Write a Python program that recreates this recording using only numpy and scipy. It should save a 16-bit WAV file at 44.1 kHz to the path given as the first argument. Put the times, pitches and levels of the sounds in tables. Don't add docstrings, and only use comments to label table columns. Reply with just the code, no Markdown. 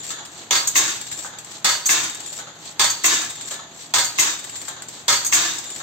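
import sys
import numpy as np
from scipy import signal
from scipy.fft import rfft, irfft
from scipy.io import wavfile

SR = 44100
rng = np.random.default_rng(int(sys.argv[2]) if len(sys.argv) > 2 else 0)


def bounce(signal):
    frames = np.transpose(np.atleast_2d(signal))
    limited = np.clip(frames, -1, 1)
    pcm = np.round(limited * 32767).astype(np.int16)
    wavfile.write(sys.argv[1], SR, pcm)


N = 256662
TIME = np.arange(N) / SR
RING_TIME = TIME[:SR]

# (pitch_hz, left_right_correlation [-1 to 1])
LIKENESS = [(40, 0.2), (120, .93), (400, 0.86), (1000, .5), (1550, 0.12), (2150, 0), (2800, -0.04),
            (3600, 0.24), (4300, 0), (14000, 0.11)]
# (pitch_hz, relative_level_db)
CHAIN_COLOUR = [(200, -11), (1000, -12), (1750, -4), (2600, -5.5), (3750, -4), (4600, -3.5), (5500, -6.5),
                (6500, -0.5), (7050, 0), (7420, 8), (7850, 0), (8400, 3), (12000, -13.5), (16000, -20)]


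def from_db(db):
    return 10 ** (np.asarray(db) / 20)


def rms_one(x):
    return x / np.sqrt(np.mean(x ** 2) + 1e-20)


def at_hz(points, hz):
    freq, value = np.transpose(points)
    return np.interp(np.log(np.maximum(hz, 1)), np.log(freq), value)


def drift(rate_hz):
    coarse = TIME[::64]
    hz = np.fft.rfftfreq(len(coarse), coarse[1])
    spectrum = rfft(rng.standard_normal(len(coarse)))
    slow = irfft(spectrum / (1 + (hz / rate_hz) ** 2), len(coarse))
    return np.interp(TIME, coarse, rms_one(slow))


def noise(colour, size):
    hz = np.fft.rfftfreq(size, 1 / SR)
    mid, side = np.exp(2j * np.pi * rng.random((2, len(hz))))
    alike = np.clip(at_hz(LIKENESS, hz), -1, 1)
    pair = np.sqrt(1 + alike) * mid + np.sqrt(1 - alike) * side * [[1], [-1]]
    return rms_one(irfft(pair * from_db(at_hz(colour, hz)), size))


def dying(t60):
    return np.exp(-np.log(1000) * RING_TIME / t60)


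def crowd(colour, t60, crack_db, crack_t60):
    envelope = dying(t60) + from_db(crack_db) * dying(crack_t60)
    return noise(colour, size=SR) * envelope


def chatter(length_s, chatter_db):
    t = TIME[:SR // 5]
    contacts = rng.random(len(t)) < 900 / SR
    spray = rng.standard_normal(len(t)) * contacts * np.exp(-t / max(length_s, .002))
    force = from_db(chatter_db) * spray / np.sqrt(np.sum(spray ** 2) + 1e-12)
    force[0] = 1
    return force / np.sqrt(np.sum(force ** 2))


def add(out, start_s, sound):
    at = max(round(start_s * SR), 0)
    out[:, at:at + sound.shape[1]] += sound[:, :N - at]


def blows(events, colour, t60, crack_db, crack_t60, chatter_db):
    same = .55
    usual = crowd(colour, t60, crack_db, crack_t60)
    out = np.zeros((2, N))
    for start_s, level_db, chatter_s in events:
        fresh = crowd(colour, t60, crack_db, crack_t60)
        response = np.sqrt(same) * usual + np.sqrt(1 - same) * fresh
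        force = chatter(chatter_s, chatter_db)
        sound = signal.fftconvolve(response, force[None], axes=1)[:, :SR]
        add(out, start_s, from_db(level_db) * sound)
    return out


def ring(events, modes, swell_s, looseness, flutter_db):
    start_s, level_db, _ = np.transpose(events)
    energy_in, out = np.zeros(N), np.zeros((2, N))
    at = np.clip(np.round(start_s * SR).astype(int), 0, N - 1)
    energy_in[at] = from_db(level_db) ** 2
    rise = np.exp(-1 / (swell_s * SR))
    sway = drift(3.7)
    for hz, mode_db, t60 in modes:
        energy = signal.lfilter([1], [1, -dying(t60)[1] ** 2], energy_in + 1e-18)
        strength = signal.lfilter([1 - rise], [1, -rise], np.sqrt(energy))
        shaken = np.tanh(drift(32)) * min(np.sqrt(hz / 1000), 1)
        swing = strength * from_db(mode_db + flutter_db * shaken)
        phase = 2 * np.pi * hz * TIME + looseness * np.sqrt(hz / 1000) * drift(30)
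        apart = np.arccos(np.clip(at_hz(LIKENESS, hz), -1, 1)) * sway * rng.choice([-1, 1])
        out += swing * np.sin(phase + apart * [[.5], [-.5]])
    return out


def each_turn(times, contacts):
    scatter_db, scatter_share = 0.6, .012
    delay_s, level_db, chatter_s = np.transpose(contacts)
    chance = rng.standard_normal((len(times), 2, len(delay_s)))
    runs = []
    for start_s, (late, hard) in zip(times, chance):
        when_s = start_s + delay_s * (1 + scatter_share * late)
        runs.append(np.column_stack([when_s, level_db + scatter_db * hard, chatter_s]))
    rows = np.vstack(runs)
    return rows[(rows[:, 0] >= 0) & (rows[:, 0] < TIME[-1])]


def slowing_run(first_db, loss_db, gap_s, growth_s, chatter_s, count):
    return [(k * gap_s + k * (k - 1) / 2 * growth_s, first_db - k * loss_db, chatter_s) for k in range(count)]


def swells(into_turn, rows):
    gain = sum(from_db(db) * np.exp(-((into_turn - middle) / width) ** 2) for middle, width, db in rows)
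    return 20 * np.log10(gain + 1e-6)


def push(times):
    # (delay_s, relative_level_db, chatter_s)
    push_contacts = [(0, -3.7, .014), (.018, -9, .014), (.046, -7.3, .023)]
    # (pitch_hz, relative_level_db)
    frame_colour = [(40, -66), (110, -19.5), (480, -9.5), (800, -4.5), (1100, 0), (1700, 1), (2400, -3),
                    (3900, 2), (5600, -2.5), (6600, 4.5), (8300, 0.5), (12000, -14.5), (16000, -17)]
    # (pitch_hz, relative_level_db, t60_s)
    frame_modes = [(112, -15, .5), (298, -15, .4), (565, -12, .5), (785, -9, .4), (958, -3.5, .48),
                   (1103, -7, .4), (1260, -3, .42), (1295, -6, .4), (1610, -6, .4), (1672, -1, .38),
                   (2116, 0, .34), (2150, -7, .33), (3543, 5, .27), (5199, -4, .35), (6187, -2, .4),
                   (6845, -2, .4), (7251, -2, .4)]
    # (pitch_hz, relative_level_db, t60_s)
    bar_modes = [(4431, 0, .45), (4480, -6, .4), (4525, -3, .45), (4600, 0, .5)]
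    hits = each_turn(times, push_contacts)
    clank = blows(hits, frame_colour, t60=0.47, crack_db=2.5, crack_t60=0.059, chatter_db=0)
    frame = ring(hits, frame_modes, swell_s=.004, looseness=0.75, flutter_db=6.0)
    bars = ring(hits, bar_modes, swell_s=0.014, looseness=0.45, flutter_db=7.0)
    return from_db(-12.3) * clank + from_db(-25) * frame + from_db(-22.7) * bars


def drop(times, losses_db):
    # (start_s, relative_level_db, chatter_s)
    shudders = [(0.878, -19, .05), (2.032, -20.5, .012), (3.124, -18.5, .012), (3.212, -22, .009),
                (5.449, -17, .07)]
    # (pitch_hz, relative_level_db)
    stop_colour = [(150, -20), (320, 1), (600, -45), (1700, -20), (2080, 19), (2330, -2), (2650, 16.5),
                   (3200, -20), (8000, -10)]
    # (pitch_hz, relative_level_db)
    carriage_colour = [(40, -51), (110, -14.5), (320, -9), (550, -11.5), (1100, 0), (1700, -0.5),
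                       (3100, -0.5), (3750, -0.5), (4200, -1), (5500, -1.5), (6700, 6), (8300, -1.5),
                       (12000, -18), (16000, -18.5)]
    # (pitch_hz, relative_level_db, t60_s)
    carriage_modes = [(120, -17, .7), (260, -17, .3), (322, -5, .4), (705, -11, .5), (1190, -9, .5),
                      (1715, -1, .5), (3590, -5, .55), (3663, -1, .65), (3743, -2, .65), (3840, -8, .7),
                      (4600, -4, .5)]
    drop_db = -11.5
    landings = each_turn(times, [(0, drop_db, .008)])
    runs = []
    for start_s, loss_db in zip(times, losses_db):
        bounces = slowing_run(drop_db, loss_db, gap_s=.038, growth_s=.008, chatter_s=.04, count=3)
        runs.append(each_turn([start_s], bounces))
    hits = np.vstack(runs + [shudders])
    knock = blows(landings, stop_colour, t60=0.13, crack_db=-14, crack_t60=0.016, chatter_db=-5.5)
    clank = blows(hits, carriage_colour, t60=0.44, crack_db=-6, crack_t60=0.046, chatter_db=3)
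    singing = ring(hits, carriage_modes, swell_s=0.0035, looseness=1.1, flutter_db=9.5)
    return from_db(-5.5) * knock + from_db(-3.9) * clank + from_db(-19) * singing


def joints(drop_times, slack_times, knocks_db):
    # (delay_s, relative_level_db, chatter_s)
    jingle = [(-.006, -19, .006), (.008, -8, .01), (.017, -12, .012)]
    # (start_s, relative_level_db, chatter_s)
    stray_clinks = [(0.6725, -11, .004), (1.857, -15, .006), (1.864, -12, .005), (2.902, -17, .003),
                    (4.0454, -16, .007), (5.248, -12.5, .014)]
    # (pitch_hz, relative_level_db)
    link_colour = [(100, -38), (1500, -13.5), (3000, -19), (4300, -10.5), (5700, -12.5), (6400, 5.5),
                   (7400, 0), (8400, -1.5), (12000, -17), (13700, -9), (16000, -30)]
    # (pitch_hz, relative_level_db, t60_s)
    link_modes = [(6303, 0, .3), (6365, -1, .3), (6640, -2, .25), (6805, 1, .3), (7251, -2, .3),
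                  (7545, -1, .35), (8100, -4, .25)]
    # (pitch_hz, relative_level_db)
    linkage_colour = [(50, -20), (200, -17.5), (500, -1), (850, 1.5), (1700, 5), (2500, -10), (3700, 4),
                      (5500, -12), (7000, 7.5), (15000, -100)]
    links = np.vstack([each_turn(drop_times, jingle), stray_clinks])
    runs = []
    for start_s, knock_db in zip(slack_times, knocks_db):
        pair = slowing_run(knock_db, loss_db=5, gap_s=.083, growth_s=0, chatter_s=.014, count=2)
        runs.append(each_turn([start_s], pair))
    slack = np.vstack(runs)
    clinks = blows(links, link_colour, t60=0.32, crack_db=9.5, crack_t60=0.068, chatter_db=3.5)
    singing = ring(links, link_modes, swell_s=.001, looseness=.6, flutter_db=4)
    knocks = blows(slack, linkage_colour, t60=0.5, crack_db=-1.5, crack_t60=0.032, chatter_db=1)
    return from_db(-12) * clinks + from_db(-27) * singing + from_db(-7.5) * knocks


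def chain_ticks(starts):
    # (start_s, relative_level_db, chatter_s)
    snap_events = [(0.108, -22.5, .004), (0.2513, -27, .003), (1.115, -19, .004), (1.386, -24.5, .002),
                   (1.446, -30, .005), (3.511, -21.5, .004), (4.557, -24.5, .004), (4.685, -23, .004),
                   (4.821, -25, .004), (4.885, -27, .004)]
    run = slowing_run(first_db=-22.5, loss_db=.7, gap_s=.051, growth_s=.0038, chatter_s=.004, count=6)
    teeth = np.array(run)
    teeth[::2, 1] -= 2.5
    return_strokes = starts + .452
    ticks = np.vstack([each_turn(return_strokes, teeth), snap_events])
    sound = blows(ticks, CHAIN_COLOUR, t60=0.25, crack_db=6.5, crack_t60=0.03, chatter_db=0)
    return from_db(-11.5) * sound


def chain_rattle(into_turn, bunching, contacts_per_s):
    # (middle_s, half_width_s, level_db)
    chain_swells = [(.35, .06, -31), (.53, .06, -40), (.71, .06, -32.5), (1.02, .09, -41.5)]
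    link = 18 * into_turn - .22
    seating = np.exp(bunching * np.cos(2 * np.pi * link))
    clicks = rng.uniform(-1.14, 1, N) * (rng.random(N) < contacts_per_s / SR)
    force = rms_one(clicks * seating) * from_db(swells(into_turn, chain_swells))
    body = crowd(CHAIN_COLOUR, t60=0.11, crack_db=5.5, crack_t60=0.0092)
    body = body / np.sqrt(np.sum(body ** 2) / 2)
    return signal.fftconvolve(force[None], body, axes=1)[:, :N]


def squeak(into_turn, waver_hz, octave_below_db):
    # (into_turn_s, pitch_hz)
    squeak_pitch = [(.5, 7530), (.6, 7240), (.68, 7110), (.76, 6850)]
    # (middle_s, half_width_s, relative_level_db)
    squeak_swells = [(.635, .06, -34)]
    hz = np.interp(into_turn, *np.transpose(squeak_pitch)) + waver_hz * drift(90.3)
    phase = 2 * np.pi * np.cumsum(hz) / SR
    sides = []
    for side in range(2):
        note = drift(70) * np.sin(phase) + drift(70) * np.cos(phase)
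        octave_below = drift(110) * np.sin(phase / 2 + 3 * drift(40))
        sides.append(note + from_db(octave_below_db) * octave_below)
    return from_db(swells(into_turn, squeak_swells)) * np.array(sides)


def rub(into_turn, flutter_db):
    # (pitch_hz, relative_level_db)
    rub_colour = [(500, -11.5), (2400, -12), (3400, -2.5), (4250, -0.5), (5300, -8.5), (6500, -1.5),
                  (8000, -4.5), (14000, -41)]
    # (middle_s, half_width_s, level_db before the flutter)
    rub_swells = [(.3, .075, -30), (.6, .1, -44), (1.03, .045, -38.5)]
    level_db = swells(into_turn, rub_swells) + flutter_db * drift(50)
    return noise(rub_colour, size=N) * from_db(level_db)


def motor(whirr_db, flutter_db, hum_db):
    # (pitch_hz, relative_level_db)
    motor_colour = [(30, -33), (70, -5), (130, -3), (345, 1), (473, -5), (700, -2), (1700, -5), (2400, -9),
                    (3700, -5.5), (4500, -8), (5500, -20.5), (6550, -2), (8400, -21), (12000, -23),
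                    (16000, -36)]
    # (pitch_hz, relative_level_db)
    motor_tones = [(75, -74), (118, -61.5), (156, -62), (689, -64), (834, -61.5)]
    whirr = noise(motor_colour, size=N) * from_db(whirr_db + flutter_db * drift(31))
    hum = np.zeros(N)
    for hz, tone_db in motor_tones:
        strength = from_db(tone_db + 2 * drift(2))
        hum += strength * np.sin(2 * np.pi * hz * TIME + 2 * drift(2))
    return whirr + from_db(hum_db) * hum


def scene():
    # (carriage_meets_frame_s, drops_back_s, loss_per_bounce_db,
    # linkage_takes_up_slack_s, slack_knock_relative_level_db)
    turns = [(-0.635, -0.39, 4, 0.104, -22.5), (0.508, 0.756, 4.6, 1.247, -26.5),
             (1.645, 1.892, 4.2, 2.388, -26), (2.795, 3.042, 2.7, 3.509, -24.5),
             (3.938, 4.186, 4.4, 4.68, -24), (5.081, 5.325, 3.0, 5.8, -25.5)]
    starts, drop_times, losses_db, slack_times, knocks_db = np.transpose(turns)
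    into_turn = TIME - starts[np.searchsorted(starts, TIME) - 1]
    steel = push(starts) + drop(drop_times, losses_db) + joints(drop_times, slack_times, knocks_db)
    chain = chain_ticks(starts) + chain_rattle(into_turn, bunching=0.27, contacts_per_s=450)
    pivot = squeak(into_turn, waver_hz=99.9, octave_below_db=-8)
    rail = rub(into_turn, flutter_db=2.5)
    return steel + chain + pivot + rail + motor(whirr_db=-44, flutter_db=1.76, hum_db=4.5)


def record(dry):
    # (pitch_hz, level_db)
    notch = [(8480, 0), (8620, -16), (9000, -24), (9350, -42), (10000, -55), (11350, -55), (11620, 0)]
    # (pitch_hz, left_minus_right_db)
    balance_db = [(300, 0.5), (900, -0.6), (1700, 3), (2600, 1.5), (3400, -2), (4900, -5), (6000, 5.5),
                  (6500, -3), (7200, 4.5), (8200, 1.5), (11000, 2.5), (14000, 2.5)]
    hz = np.fft.rfftfreq(N + SR, 1 / SR)
    colour = from_db(at_hz(notch, hz) + at_hz(balance_db, hz) * [[.5], [-.5]])
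    heard = irfft(rfft(dry, N + SR) * colour, N + SR)[:, :N]
    bass_cut = signal.butter(2, 65, "high", fs=SR, output="sos")
    heard = signal.sosfilt(bass_cut, heard)
    rounded = .95 * np.tanh(heard / .95)
    top_cut = signal.ellip(10, .1, 80, 15750, fs=SR, output="sos")
    return signal.sosfilt(top_cut, rounded)


dry = scene()
out = record(dry)
bounce(out)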